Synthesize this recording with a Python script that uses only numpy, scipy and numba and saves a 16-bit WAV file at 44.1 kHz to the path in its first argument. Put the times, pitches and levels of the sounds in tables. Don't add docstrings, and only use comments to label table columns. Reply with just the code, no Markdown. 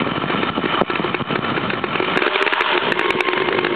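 import sys
import numpy as np
from scipy import signal
from scipy.io import wavfile
from scipy.ndimage import uniform_filter1d
from numba import njit

SR = 44100
rng = np.random.default_rng(int(sys.argv[2]) if len(sys.argv) > 2 else 0)


def master_out(mix):
    frames = np.transpose(np.atleast_2d(mix))
    ceiling = np.clip(frames, -1, 1)
    pcm = np.round(ceiling * 32767).astype(np.int16)
    wavfile.write(sys.argv[1], SR, pcm)


def boost(x):
    u = np.asarray(x, float) / 20
    return 10 ** u


N = 165375

# time in seconds, level in dB, length in ms (negative = push, not suction).
WIND_THUMPS = [(0.502, 10.5, 3.5), (0.584, -18, -2), (0.591, 7, -1), (1.006, 2.5, 1.5), (1.103, -1.5, -4),
               (1.223, 5, 3.5), (1.344, -24, -1), (1.391, 2, 1.73), (1.521, -4, 2), (1.595, -0.5, 0),
               (1.797, -5.5, 5), (2.906, -8, 17), (3.151, 6.5, 1.5)]
# time in seconds, level in dB, length in ms (negative = push).
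WIND_SLAPS = [
    (.8129, 6, .7),
    (.8137, 14, -.7),
    (.818, 10, 1.4),
    (.8192, 21, -.8),
    (.833, 14, 1.2),
]
# time in seconds, level in dB, length in ms (negative = push).
WIND_KNOCKS = [(.033, -5, 1.6), (.066, -3, -1.2), (.073, -2, -1.4), (.120, 0, 2.6), (.181, 1, 1.8),
               (.262, -3, 2), (.391, -3, -1.3), (.403, -2, -1), (.604, 0, 1.8)]
# time in seconds, level in dB.
GUSTS = [(0.0, -30.5), (0.48, -29), (0.51, -16), (0.55, -24), (0.58, -14.5), (0.62, -26.5), (2.02, -31),
         (2.69, -41), (2.87, -21), (3.08, -57), (3.14, -26), (3.24, -42.5), (3.65, -26.5), (3.75, -35.5)]
# time in seconds, peak in dB, crack over the pipe in dB.
FAR_BANGS = [(0.067, -13, -3.5), (0.298, -5, -5), (0.429, -0.5, -3), (0.652, 0.5, -5), (0.74, -5, -6),
             (0.752, -11, -17), (0.8115, -2.5, -31), (0.896, 3, -4), (0.952, -7.5, 4.5), (1.041, -1, -22),
             (1.095, -33, -5), (1.141, -0.5, -2.5), (1.203, -22, -14), (1.305, -16, -3), (1.353, -2, -2.5),
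             (1.441, -10, 0.5), (1.561, -13, 2.5), (1.573, -0.5, -10), (1.63, -19, -3),
             (1.697, -18.5, 13.5), (1.73, -6, -5), (1.837, -4, -7.5), (1.952, -10, 0), (1.998, -0.5, -19),
             (2.022, -2.5, -4), (2.041, -10.5, 0)]
# time in seconds, peak in dB, crack over the pipe in dB.
NEAR_BANGS = [(2.155, -18, 2), (2.170, 5.5, 0), (2.186, -1.5, 1), (2.218, 8.5, 0), (2.231, -12, 15.5),
              (2.261, 11, -1), (2.275, 10.5, -1), (2.355, 7.5, 1.5), (2.409, 1, -4), (2.422, 9.5, 0),
              (2.461, 8, 2.5), (2.473, 7.5, 8.5), (2.522, 8, 2), (2.532, 5, 10), (2.592, -16.5, -3),
              (2.605, 10.5, 2), (2.616, 7, 7), (2.661, -12, 10.5), (2.729, -14.5, -2), (2.749, -14, 3),
              (2.760, -9, -9.5), (2.774, 10, 1.5), (2.918, 5.5, 3), (2.990, 3.5, 1), (3.008, 1.5, 1.5),
              (3.057, -8, 1.5)]
# time in seconds, peak in dB, crack over the pipe in dB.
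IDLE_BANGS = [(3.102, 7.5, 3), (3.121, -9, 8), (3.203, 8, 3.5), (3.283, 6, -1.5), (3.33, 2.5, 1),
              (3.374, -0.5, -4), (3.399, -3, -17), (3.417, 3, -5), (3.441, -19, -8), (3.484, 3, -1.5),
              (3.523, -1.5, -1.5), (3.545, -1.5, -10.5), (3.585, 5.5, -0.5), (3.607, -5, -6),
              (3.629, -8.5, -4), (3.644, 7.5, -3), (3.664, 2, -0.5), (3.703, -8, -10), (3.723, -8.5, -7)]
# time in seconds, turns per second, puff in dB, rattle in dB.
CRANK = [(0, 42, -17.5, -31.5), (0.398, 50.5, -17, -27), (.8, 53, -42, -21), (1.201, 57, -28.5, -32),
         (1.499, 53, -37, -29), (1.901, 44.6, -42, -36.5), (2.05, 50, -19, -27), (2.18, 46, -31, -26),
         (2.251, 73, 0, -12.5), (2.407, 99, -29.5, -16), (2.5, 69, -24.5, -12), (2.642, 83, -13.5, -13),
         (2.801, 68, -8, -16), (2.898, 57, -7.5, -20), (3.029, 52, -13.5, -17.5), (3.298, 60, -15, -20),
         (3.75, 58, -15.5, -24)]
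# time in seconds, level in dB.
STEADY_FIRING = [
    (2.05, -30),
    (2.25, -14),
    (2.6, -13),
    (2.8, -12),
    (2.95, -17),
    (3.75, -19),
]
# frequency in Hz, width in Hz, level in dB.
PUFF_MODES = [(385, 120, 0), (600, 170, -2), (850, 400, -7), (1100, 250, -8)]
# frequency in Hz, width in Hz, level in dB.
PIPE_MODES = [(361.8, 40.4, 11), (604, 110, -13), (790, 585, -10.5), (984, 67, -0.5), (1090, 65, -7),
              (1700, 90, -17.5), (2130, 69, -10)]
# frequency in Hz, width in Hz, level in dB.
CRACK_MODES = [(1572, 760, 4.5), (1778, 104, 11), (2288, 310, 0), (2825, 246, 0), (3592, 290, -9.5)]
# frequency in Hz, width in Hz, rms in dB.
TIN_FAR = [(403, 160, -15), (780, 370, -6), (1149, 220, -0.5), (1336, 55, -1.5), (1780, 160, -5),
           (2320, 360, -3.5), (3030, 130, -4), (3630, 230, -13.5)]
# frequency in Hz, width in Hz, rms in dB.
TIN_NEAR = [(619, 34, -9.5), (935, 100, -2.5), (1080, 100, -4.5), (1407, 260, -0.5), (1730, 270, -4),
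            (2070, 110, -10), (2500, 460, -4.5), (3063, 420, -1.5), (3430, 650, -17)]
# frequency in Hz, width in Hz, rms in dB.
TIN_IDLE = [(372, 56, 1.5), (481, 180, -17), (933, 40, -5), (1081, 180, -6.5), (1428, 340, -7.5),
            (1660, 220, -6.5), (2135, 150, -2.5), (2540, 730, -7), (3057, 270, -4), (3460, 280, -15)]
# time in seconds, frequency in Hz, rms in dB.
PIPE_HUM = [(2.0, 375, -33), (2.102, 375, -26.5), (2.348, 385, -23.5), (2.548, 415, -28.5),
            (2.682, 400, -31), (2.76, 365, -14), (2.87, 415, -23.5), (3.0, 375, -27), (3.299, 362, -33.5),
            (3.75, 372, -28)]
# time in seconds, frequency in Hz, rms in dB.
CHAIN_WHINE = [
    (2.2, 585, -45),
    (2.249, 595, -15),
    (2.45, 616, -24),
    (2.62, 630, -31),
    (2.72, 594, -21),
    (2.8, 570, -28.5),
    (2.86, 540, -45),
]
# time in seconds, frequency in Hz, rms in dB.
GEAR_WHINE = [
    (2.9, 1086, -47),
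    (3.05, 1080, -18),
    (3.301, 1049, -26),
    (3.498, 1056, -25),
    (3.75, 1105, -25.5),
]

IN_SIGHT_S, IDLE_S, TURN_S = 2.187, 2.95, 0.22
BUFFETS_PER_S, BUFFET_SCATTER_DB, BUFFET_HZ, BUFFET_WIDTH_HZ = 68, 7.5, 183.0, 193.0
BUFFET_DB, RUMBLE_DB, CALM_RUMBLE_DB = 6, 8.5, -29.5
TURN_JITTER, PUFF_SCATTER_DB, PUFF_CRACK_DB, BANG_DB = .008, 5, -8, 3
COOL_TURNS, HOT_TURNS, HOT_RISE = 66, 84, 1.1
PUSH_S, PIPE_LOW_HZ = .00015, 227
CRACK_S, CRACK_FAR_S, CRACK_LATE_S, CRACK_DB = .003, .005, .0015, -7.5
SHOCK_HZ, SHOCK_WIDTH_HZ, SHOCK_DB, SHOCK_FAR_DB = 1200, 1600, 1, -4
GATE_TURNS, GATE_FLOOR, PANEL_FLICKER_DB = 0.4, 0.92, 2
WHINE_WOBBLE, WHINE_FLICKER_DB = 0.00809, 4.5
WOOD_T60_S, WOOD_DB, WOOD_GAP_S = .12, -15, .005
AGC_TOP_DB, AGC_SLOPE, AGC_ATTACK_S, AGC_RELEASE_S, AGC_LAG_S = -15, 0.9, 0.00089, 0.035, .0004
OUT_DB, MIC_LOW_HZ, DROOP_HZ, TOP_HZ = 2.5, 162, 3900, 4400
PREAMP_TOP, CLIP, DC = .84, .7, -.0027


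def level(x, db):
    return x * boost(db) / np.sqrt(np.mean(x ** 2))


@njit
def svf(x, hz, width):
    y, b, l = np.empty(len(x)), 0., 0.
    g, k = np.tan(np.pi * hz / SR), width / hz
    for i in range(len(x)):
        v = (b + g * (x[i] - l)) / (1 + g * (g + k))
        b, l, y[i] = 2 * v - b, l + 2 * g * v, k * v
    return y


def body(x, modes):
    def ring(v):
        return sum((-1) ** k * boost(db) * svf(v, 1. * hz, 1. * w) for k, (hz, w, db) in enumerate(modes))
    return ring(x + 1e-18) / np.abs(ring(signal.unit_impulse(999))).max()


def clicks(s, db):
    return np.bincount(np.clip((s * SR).astype(int), 0, N - 1), boost(db), N)


def walk(rate):
    k = int(SR / rate)
    held = np.repeat(rng.standard_normal(N // 20)[:N // k + 1], k)[:N]
    return 1.22 * uniform_filter1d(uniform_filter1d(held, k), k)


def ease_in(t, s):
    return 1 / (1 + np.exp(-4 * (t - s) / TURN_S))


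def wind(t):
    thumps = np.zeros(N)
    for s, db, ms in WIND_THUMPS + WIND_SLAPS + WIND_KNOCKS:
        thumps -= np.sign(ms) * boost(db) * np.exp(-((t - s) * 2000 / ms) ** 2)
    hits = (rng.random(N) < BUFFETS_PER_S / SR) * np.sign(rng.standard_normal(N))
    hits = hits * boost(BUFFET_SCATTER_DB * np.minimum(rng.exponential(size=N), 3))
    buffets = svf(svf(hits, BUFFET_HZ, BUFFET_WIDTH_HZ), BUFFET_HZ, 2 * BUFFET_WIDTH_HZ)
    rumble = svf(rng.standard_normal(N), 43.0, 80.0) * boost(3.3 * walk(11))
    gust = boost(np.interp(t, *np.array(GUSTS).T))
    gusty = gust * (level(buffets, BUFFET_DB) + level(rumble, RUMBLE_DB))
    return thumps + gusty + level(rumble, CALM_RUMBLE_DB)


def crank_turns(t, speed, bang_s):
    turns = np.cumsum(speed) / SR
    at = np.interp(bang_s, t, turns)
    whole = at[0] + np.r_[0, np.cumsum(np.maximum(np.round(np.diff(at)), 1))]
    return turns + np.interp(t, bang_s, whole - at) - at[0] % 1


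def weak_firing(t, turns):
    late, scatter = rng.standard_normal((2, 400))
    puff_s = np.interp(np.arange(400) + TURN_JITTER * late, turns, t, left=t[-1])
    crank_s, _, puff_db, _ = np.array(CRANK).T
    puffs = clicks(puff_s + CRACK_S, np.interp(puff_s, crank_s, puff_db) + PUFF_SCATTER_DB * scatter)
    steady_db = np.interp(puff_s, *np.array(STEADY_FIRING).T, left=-60)
    return puffs, clicks(puff_s + CRACK_S, steady_db + scatter)


def exhaust_pipe(weak, bangs, speed):
    hot = np.clip((speed - COOL_TURNS) / (HOT_TURNS - COOL_TURNS), 0, 1)
    raised = [(hz * HOT_RISE, w, db) for hz, w, db in PIPE_MODES]
    pipe = body(weak, PUFF_MODES) + body(bangs * (1 - hot), PIPE_MODES) + body(bangs * hot, raised)
    pipe = signal.lfilter([1], [1, -np.exp(-1 / (PUSH_S * SR))], pipe) / (PUSH_S * SR)
    return signal.sosfilt(signal.butter(2, PIPE_LOW_HZ, "high", fs=SR, output="sos"), pipe)


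def gas_swell(x, s):
    k = np.arange(1500) / SR / s
    return signal.fftconvolve(x, (k * np.exp(1 - k)) ** 3)[:N]


def gas_crack(puffs, bang, near):
    bang_s, peak_db, crack_db = bang.T
    shots = boost(PUFF_CRACK_DB) * puffs + clicks(bang_s + CRACK_LATE_S, peak_db + crack_db + BANG_DB)
    gas = near * gas_swell(shots, CRACK_S) + (1 - near) * gas_swell(shots, CRACK_FAR_S)
    hiss = level(body(rng.standard_normal(N), CRACK_MODES), CRACK_DB)
    front = clicks(bang_s + CRACK_S, peak_db + SHOCK_DB) * (near + (1 - near) * boost(SHOCK_FAR_DB))
    return gas * hiss - body(front, [(SHOCK_HZ, SHOCK_WIDTH_HZ, 0)])


def wood(x):
    s = np.arange(8000) / SR
    tail = rng.standard_normal(8000) * boost(-60 * s / WOOD_T60_S) * (s > WOOD_GAP_S)
    return x + signal.fftconvolve(x, tail / np.sqrt(np.sum(tail ** 2)))[:N] * boost(WOOD_DB)


def panels(modes):
    total = np.zeros(N)
    for hz, w, db in modes:
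        shaken = svf(svf(rng.standard_normal(N), 1. * hz, 1. * w), 1. * hz, 5.1 * w)
        total += level(shaken, db) * boost(PANEL_FLICKER_DB * walk(29.904))
    return total


def tin_rattle(t, turns, near):
    idle = ease_in(t, IDLE_S)
    tin = (1 - near) * panels(TIN_FAR) + (near - idle) * panels(TIN_NEAR) + idle * panels(TIN_IDLE)
    jolt = GATE_FLOOR + np.exp(-(turns % 1) / GATE_TURNS)
    crank_s, _, _, rattle_db = np.array(CRANK).T
    return tin * jolt * boost(np.interp(t, crank_s, rattle_db))


def whine(t, rows):
    s, hz, db = np.array(rows).T
    phase = 2 * np.pi * np.cumsum(np.interp(t, s, hz) * (1 + WHINE_WOBBLE * walk(40))) / SR
    loudness = np.interp(t, s, db, left=-90, right=-90) + WHINE_FLICKER_DB * walk(25)
    return np.sqrt(2) * np.sin(phase) * boost(loudness)


def bike(t):
    bang = np.vstack([FAR_BANGS, NEAR_BANGS, IDLE_BANGS])
    crank_s, crank_speed, _, _ = np.array(CRANK).T
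    speed = np.interp(t, crank_s, crank_speed)
    turns = crank_turns(t, speed, bang[:, 0])
    near = ease_in(t, IN_SIGHT_S)
    puffs, steady = weak_firing(t, turns)
    bangs = clicks(bang[:, 0] + CRACK_S, bang[:, 1] + BANG_DB)
    firing = gas_crack(puffs, bang, near) - exhaust_pipe(puffs + steady, bangs, speed)
    tones = whine(t, PIPE_HUM) + whine(t, CHAIN_WHINE) + whine(t, GEAR_WHINE)
    return wood(firing) + tin_rattle(t, turns, near) + tones


def scene():
    t = np.arange(N) / SR
    return (wind(t) + bike(t))[None]


@njit
def follow(x, up, down):
    y, e = np.empty(len(x)), .05
    for i in range(len(x)):
        e += (abs(x[i]) - e) * (up if abs(x[i]) > e else down)
        y[i] = e
    return y


def top_cut(x):
    return signal.sosfilt(signal.butter(12, 15900, fs=SR, output="sos"), x)


def record(dry):
    env = follow(dry[0], 1 / (AGC_ATTACK_S * SR), 1 / (AGC_RELEASE_S * SR))
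    env = np.roll(env, int(AGC_LAG_S * SR))
    x = dry * np.minimum(boost(AGC_TOP_DB) / env, 1) ** AGC_SLOPE * boost(OUT_DB)
    x = signal.sosfilt(signal.butter(3, MIC_LOW_HZ, "high", fs=SR, output="sos"), x)
    x = x / (1 + (x / PREAMP_TOP) ** 4) ** .25
    x = signal.sosfilt(signal.butter(10, DROOP_HZ, fs=SR, output="sos"), x)
    x = signal.sosfilt(signal.ellip(10, 1, 90, TOP_HZ, fs=SR, output="sos"), x)
    return top_cut(np.clip(x + DC, -CLIP, CLIP))


dry = scene()
out = record(dry)
master_out(out)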